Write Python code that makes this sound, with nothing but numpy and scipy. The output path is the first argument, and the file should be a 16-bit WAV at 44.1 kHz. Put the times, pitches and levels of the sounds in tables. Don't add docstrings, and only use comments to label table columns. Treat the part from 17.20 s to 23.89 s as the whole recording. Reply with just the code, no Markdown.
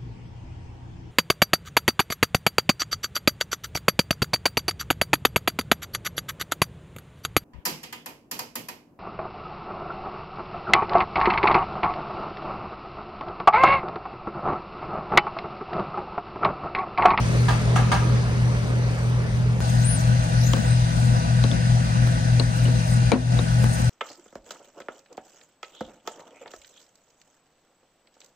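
import sys
import numpy as np
from scipy import signal
from scipy.fft import rfft, irfft, next_fast_len
from scipy.io import wavfile
from scipy.ndimage import uniform_filter1d, minimum_filter1d, map_coordinates

SR = 44100
rng = np.random.default_rng(int(sys.argv[2]) if len(sys.argv) > 2 else 0)


def output_pcm(signal):
    pcm = np.clip(np.atleast_2d(signal).T, -1, 1) * 32767
    wavfile.write(sys.argv[1], SR, np.round(pcm).astype(np.int16))


N = 295249
CYCLE_HZ = 120 / 18
FLOW_START_S = 2.405


def engine():
    # cycle_multiple, level_db
    tones = [(6, -59), (7, -44.5), (8, -38), (9, -36.5), (10, -39), (11, -41.5), (13, -55), (14, -43.5),
             (16, -59), (17, -42.5), (18, -22), (19, -64), (23, -58), (26, -46), (27, -50.5), (36, -55.5),
             (45, -68)]
    cycles, out = CYCLE_HZ * clock(), 0
    for multiple, db in tones:
        start, unsteady = (0, .02) if multiple == 18 else (rng.random(), .15)
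        out += amp(db) * tone(cycles + start, multiple, unsteady)
    return out


def pump():
    # shaft_multiple, level_before_flow_db, level_with_flow_db
    tones = [(2, -52, -56), (4, -41, -61), (5, -59, -42), (6, -31.5, -28), (7, -75, -58), (7.95, -33, -31),
             (8.8, -66, -45), (10.1, -39, -47.5), (12, -47, -53), (19.8, -49, -69), (26, -77, -60.5)]
    throb_hz, rise_hz_per_s = 2.92, .048
    t, flow, out = clock(), flowing(), 0
    throbs = .29 + throb_hz * t + rise_hz_per_s * t ** 2 / 2
    shaft_turns = (18 * CYCLE_HZ * t + throbs) / 6
    for multiple, before_db, flow_db in tones:
        start = 0 if multiple == 6 else rng.random()
        db = before_db + flow * (flow_db - before_db)
        out += amp(db) * tone(shaft_turns + start, multiple, unsteady=.01 * multiple)
    return out


def machines():
    # pitch_hz, level_db
    rumble_colour = [(25, -19), (50, 2), (110, 9.5), (190, 0.5), (250, -14), (340, -34), (900, -75)]
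    flow = flowing()
    hum = amp(1.5) * (engine() + pump())
    rumble = amp(-34) * rush(rumble_colour, lag_ms=0.083, patchy_db=-1.0, low_hz=30)
    dip = amp(-3 * swell(s=1.74, half_s=0.51))
    return dip * (pan(hum * (1 - flow), db=0.3) + pan(hum * flow, db=3.0) + rumble)


def fuel():
    # pitch_hz, level_db
    colour = [(220, 7.5), (330, -3.5), (420, -10.5), (700, -0.5), (1000, -3), (1300, -6.5), (1900, -6),
              (2300, -14.5), (5900, -13), (7000, -19), (8400, -15), (11100, -31.5), (11800, -43),
              (15500, -39)]
    # pitch_hz, width_hz, gain_db
    hollows = [(508, 31, 9.5), (643, 42, 4.5), (820, 15, 2), (930, 21, 2.5), (1502, 62, 8), (2440, 74, 6),
               (2667, 32, 8.5), (2820, 70, 6), (4010, 66, 4.5), (5040, 20, 7.5), (8260, 62, -2)]
    noise = rush(colour, lag_ms=0.42, patchy_db=1.24, low_hz=194.5)
    hiss = unit(filtered(noise, lambda hz: bumps(hollows, hz)))
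    return amp(-29.5 + 0.27 * wobble(45)) * flowing() * hiss


def nozzle():
    # start_s, body_db, dull_above_hz, ping_db, ping_hz, ping_ring_s
    knocks = [(3.334, -16.5, 2500, -9.5, 3200, 0.011), (3.367, -23.5, 900, -40, 3240, .02),
              (4.239, -18.5, 2200, -12.5, 3900, 0.0088), (4.314, -19, 260, -18, 3500, 0.016),
              (5.197, -15, 560, -10, 4280, 0.027), (5.454, -23, 350, -29, 2990, .07),
              (5.481, -20, 250, -27, 4300, .02), (5.918, -1.5, 1090, -1.5, 2330, 0.016),
              (5.932, 0.5, 294, -21, 4200, .025), (6.189, -20, 1100, -22, 3760, 0.032)]
    # pitch_hz, level_db, ring_s
    body_tones = [(210.4, -3.5, 0.2), (251.4, 0, 0.26), (313, -1.5, 0.086), (374, -8, 0.2),
                  (471, -2.5, 0.17), (545, -1.5, 0.15), (684, -4.5, 0.14), (900, -5, 0.051),
                  (1106, 0.5, 0.054), (1320, -7, 0.063), (2234, -4.5, 0.055), (4080, -1, 0.064)]
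    # pitch_ratio, level_db
    ping_tones = [(.66, -13), (.93, -10), (1, 0), (1.06, -10), (1.85, -17)]
    out, t = np.zeros((2, N)), np.arange(SR // 4) / SR
    for s, db, dull_hz, ping_db, ping_hz, ping_ring_s in knocks:
        length = (350 / dull_hz) ** 0.27
        body = ringing([(hz, level - 10 * np.log10(1 + (hz / dull_hz) ** 2), ring_s * length)
                        for hz, level, ring_s in body_tones], t)
        ping = ringing([(ratio * ping_hz, level, ping_ring_s) for ratio, level in ping_tones], t)
        grit = rng.standard_normal(len(t)) + .5 * rng.standard_normal((2, len(t)))
        scrape = filtered(grit * fade(t, 0.13 * length),
                          lambda hz: resonance(hz, 490, 750) / (1 + 1j * hz / (2 * dull_hz)))
        crack = filtered(grit * fade(t, 0.011),
                         lambda hz: resonance(hz, 3000, 3500) / (1 + 1j * hz / 9000))
        add(out, s, pan(amp(db) * (0.53 * body + 1.5 * scrape), db=5))
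        add(out, s, pan(amp(ping_db) * (ping + amp(-3) * crack), db=7.5))
    return out


def clanks():
    # start_s, level_db, edge_hz, edge_gain_db
    blows = [(.283, -8, 3100, -19), (.557, -6.5, 5760, -21.5), (.716, -4, 3800, -32)]
    # pitch_hz, width_hz, level_db
    tones = [(806, 130, -3), (970, 67, -2), (1200, 110, -0.5), (1607, 63, -4.5), (2100, 32, -14.5),
             (2600, 120, -19.5), (7100, 15000, -53)]
    out, t = np.zeros((2, N)), np.arange(SR * 3 // 4) / SR
    attack = 1 - np.exp(-t / .0012)
    rattle = (fade(t, 0.22) + amp(-11.5) * fade(t, 1.1)) * attack
    for s, db, edge_hz, edge_db in blows:
        blow = rattle * (rng.standard_normal(len(t)) + 1.42 * rng.standard_normal((2, len(t))))
        metal = filtered(blow, lambda hz: sum(amp(level) * resonance(hz, pitch, width)
                                              for pitch, width, level in tones))
        edge = filtered(blow * fade(t, 0.36),
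                        lambda hz: resonance(hz, edge_hz, 890) * resonance(hz, edge_hz, 4300))
        direct = ringing([(pitch, level, 7 / width) for pitch, width, level in tones], t)
        add(out, s, amp(db) * (metal + amp(edge_db) * edge + amp(-22) * direct))
    return out


def sleeve():
    # fastest_s, half_length_s, top_rib_rate_hz, firmest_s, level_db
    strokes = [(2.496, 0.024, 6970, 2.494, -44), (2.711, 0.083, 9730, 2.715, -26.5),
               (3.395, 0.18, 7600, 3.27, -37), (3.51, 0.086, 8800, 3.51, -41)]
    slowest_share = 0.43
    out = np.zeros((2, N))
    for s, half_s, top_hz, firm_s, firm_db in strokes:
        away = np.abs(clock() - s) / half_s
        rib_hz = top_hz * (slowest_share + (1 - slowest_share) / (1 + away ** 4))
        db = firm_db - 11.5 * ((clock() - firm_s) / half_s) ** 2
        clean = np.clip(amp(db + 25), 0, .9)
        loose = np.sqrt(1 - clean ** 2)
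        jitter = (.003 + .028 * (1 - clean) ** 2) * wobble(130)
        phase = 2 * np.pi * np.cumsum(rib_hz * (1 + jitter)) / SR
        scatter = np.array([.8 * waver(2000) + .9 * waver(500) for side in range(2)]) / np.sqrt(3)
        rasp = scatter * (np.exp(.97j * phase) + amp(-8) * np.exp(2j * phase))
        catches = amp(3 * loose * wobble(110) - .5)
        out += amp(db) * catches * np.sqrt(2) * np.real(clean * np.exp(1j * phase) + loose * rasp)
    return pan(filtered(out, lambda hz: amp(along([(9900, -1.5), (10250, -5.5)], hz))), db=5)


def pops():
    # start_s, level_db
    clicks = [(2.405, -16.5), (4.874, -18), (6.4425, -11.5)]
    out, t = np.zeros(N), np.arange(SR // 50) / SR
    relax_s = .002
    for s, db in clicks:
        add(out, s, -amp(db) * (1 - t / relax_s) * np.exp(-t / relax_s))
    return pan(filtered(out, lambda hz: 1 / (1 + 1j * hz / 20000)), db=6)


def rustle():
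    # middle_s, half_length_s, level_db
    moves = [(.1, .5, -56), (1.905, 0.099, -54), (2.507, .1, -41.5), (2.817, 0.084, -44),
             (3.352, 0.34, -51), (3.82, 0.093, -48), (5.496, 0.21, -48.5), (6.554, 0.28, -43)]
    # pitch_hz, level_db
    colour = [(1000, -20), (3000, -9), (6000, 4.5), (8500, 14.5), (10800, -5), (12000, 2), (15500, -11)]
    rest_db = -55
    movement = amp(rest_db) + sum(amp(db) * swell(s, half_s) for s, half_s, db in moves)
    scrapes = unit(amp(3 * wobble(11) + 3 * wobble(90)))
    return movement * scrapes * rush(colour, lag_ms=.3, patchy_db=3, low_hz=900)


def open_air():
    # pitch_hz, level_db
    colour = [(280, 1.5), (400, -2), (540, 0), (680, -6), (780, -7.5), (1500, -10), (2300, -14.5),
              (3300, -20.5), (5800, -21), (7000, -27.5), (8600, -28.5), (11000, -36.5), (11800, -49),
              (15500, -49)]
    rumble_db, hiss_db = -33 - clock(), -35 - 3.5 * clock()
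    air = rush(colour, lag_ms=0.225, patchy_db=1.6, low_hz=200)
    low = filtered(air, lambda hz: 1 / (1 + (hz / 1300) ** 2))
    return (amp(rumble_db) * unit(low) + amp(hiss_db) * unit(air - low)) * (1 - flowing())


def rush(colour, lag_ms, patchy_db, low_hz):
    # pitch_hz, left_minus_right_db
    balance = [(60, 7), (200, 24.5), (380, -5.5), (700, -1.5), (1290, -0.5), (2380, -1), (4400, 4.5),
               (8120, 8.5), (15000, -5.5)]
    # pitch_hz, likeness (1 = the same)
    alike = [(100, .99), (300, 0.16), (1000, 1), (3000, 0.12), (10000, 0.61)]
    slices = signal.stft(rng.standard_normal((2, N)), nperseg=512)[2]
    patches = uniform_filter1d(rng.standard_normal(slices.shape[1:]), size=6, axis=0)
    patches = uniform_filter1d(patches, size=14, axis=1)
    pair = signal.istft(slices * amp(patchy_db * unit(patches)), nperseg=512)[1][:, :N]
    spread = lambda hz: np.arccos(np.clip(along(alike, hz), -1, 1)) / 2
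    shape = lambda hz: amp(along(colour, hz)) * hz ** 4 / (hz ** 4 + low_hz ** 4)
    mid, side = filtered(pair, lambda hz: shape(hz) * [np.cos(spread(hz)), np.sin(spread(hz))])
    lean = lambda hz: amp(np.outer([.5, -.5], along(balance, hz)))
    delay = lambda hz: np.exp(np.outer([-1j, 1j], np.pi * hz * lag_ms / 1000))
    return unit(filtered(np.array([mid + side, mid - side]), lambda hz: lean(hz) * delay(hz)))


def ringing(tones, t):
    out = 0
    for k, (hz, db, ring_s) in enumerate(tones):
        phase = 2 * np.pi * hz * (1 + rng.normal(0, .012)) * t + rng.normal(0, .8, (2, 1))
        out += (-1) ** k * np.sin(phase) * amp(db + rng.normal(0, 1)) * fade(t, ring_s)
    return out * (1 - np.exp(-t / 0.00079))


def tone(turns, multiple, unsteady):
    return np.sqrt(2) * np.real(np.exp(2j * np.pi * multiple * turns) * (1 + unsteady * waver(7)))


def flowing():
    return np.clip((clock() - FLOW_START_S) / 0.0052, 0, 1)


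def swell(s, half_s):
    return np.exp(-((clock() - s) / half_s) ** 2)


def fade(t, ring_s):
    return amp(-60 * t / ring_s)


def wobble(rate):
    return map_coordinates(rng.standard_normal(int(N * rate / SR) + 4), [clock() * rate])


def waver(rate):
    return wobble(rate) + 1j * wobble(rate)


def filtered(x, response):
    n = x.shape[-1]
    padded = next_fast_len(n + SR // 4)
    return irfft(rfft(x, padded) * response(np.fft.rfftfreq(padded, 1 / SR)), padded)[..., :n]


def resonance(hz, centre, width):
    return 1j * hz * width / (centre ** 2 - hz ** 2 + 1j * hz * width)


def bumps(rows, hz):
    return amp(sum(db * np.exp(-((hz - centre) / width) ** 2) for centre, width, db in rows))


def along(points, hz):
    pitches, values = np.transpose(points)
    return np.interp(np.log(hz + 1), np.log(pitches + 1), values)


def pan(x, db):
    return x * amp([[db / 2], [-db / 2]])


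def add(track, s, sound):
    part = track[..., round(s * SR):][..., :sound.shape[-1]]
    part += sound[..., :part.shape[-1]]


def amp(db):
    return 10 ** (np.asarray(db) / 20)


def unit(x):
    return x / np.sqrt(np.mean(x ** 2) + 1e-20)


def clock():
    return np.arange(N) / SR


def limiter(x):
    ceiling_db, lookahead_s, hold_s, release_db_per_s = -4.5, 0.0055, 0.12, 72
    need_db = np.minimum(ceiling_db - 20 * np.log10(np.abs(x).max(axis=0) + 1e-9), 0)
    hold, ahead = round(hold_s * SR), round(2 * lookahead_s * SR)
    held_db = minimum_filter1d(need_db, size=hold, origin=(hold - 1) // 2)
    climb_db = release_db_per_s * clock()
    gain_db = np.minimum.accumulate(held_db - climb_db) + climb_db
    return x * amp(uniform_filter1d(minimum_filter1d(gain_db, size=ahead), size=ahead))


def scene():
    # pitch_hz, gain_db
    treble = [(10000, -2), (11500, -23), (15500, -9)]
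    blows = filtered(clanks() + nozzle(), lambda hz: amp(along(treble, hz)))
    return machines() + open_air() + fuel() + rustle() + blows + pops() + sleeve()


def record(dry):
    # pitch_hz, width_hz, gain_db
    notches = [(5280, 150, -5.5), (7600, 334, -11)]
    top_hz = 15800
    heard = filtered(dry, lambda hz: bumps(notches, hz))
    return filtered(limiter(heard), lambda hz: hz < top_hz)


dry = scene()
out = record(dry)
output_pcm(out)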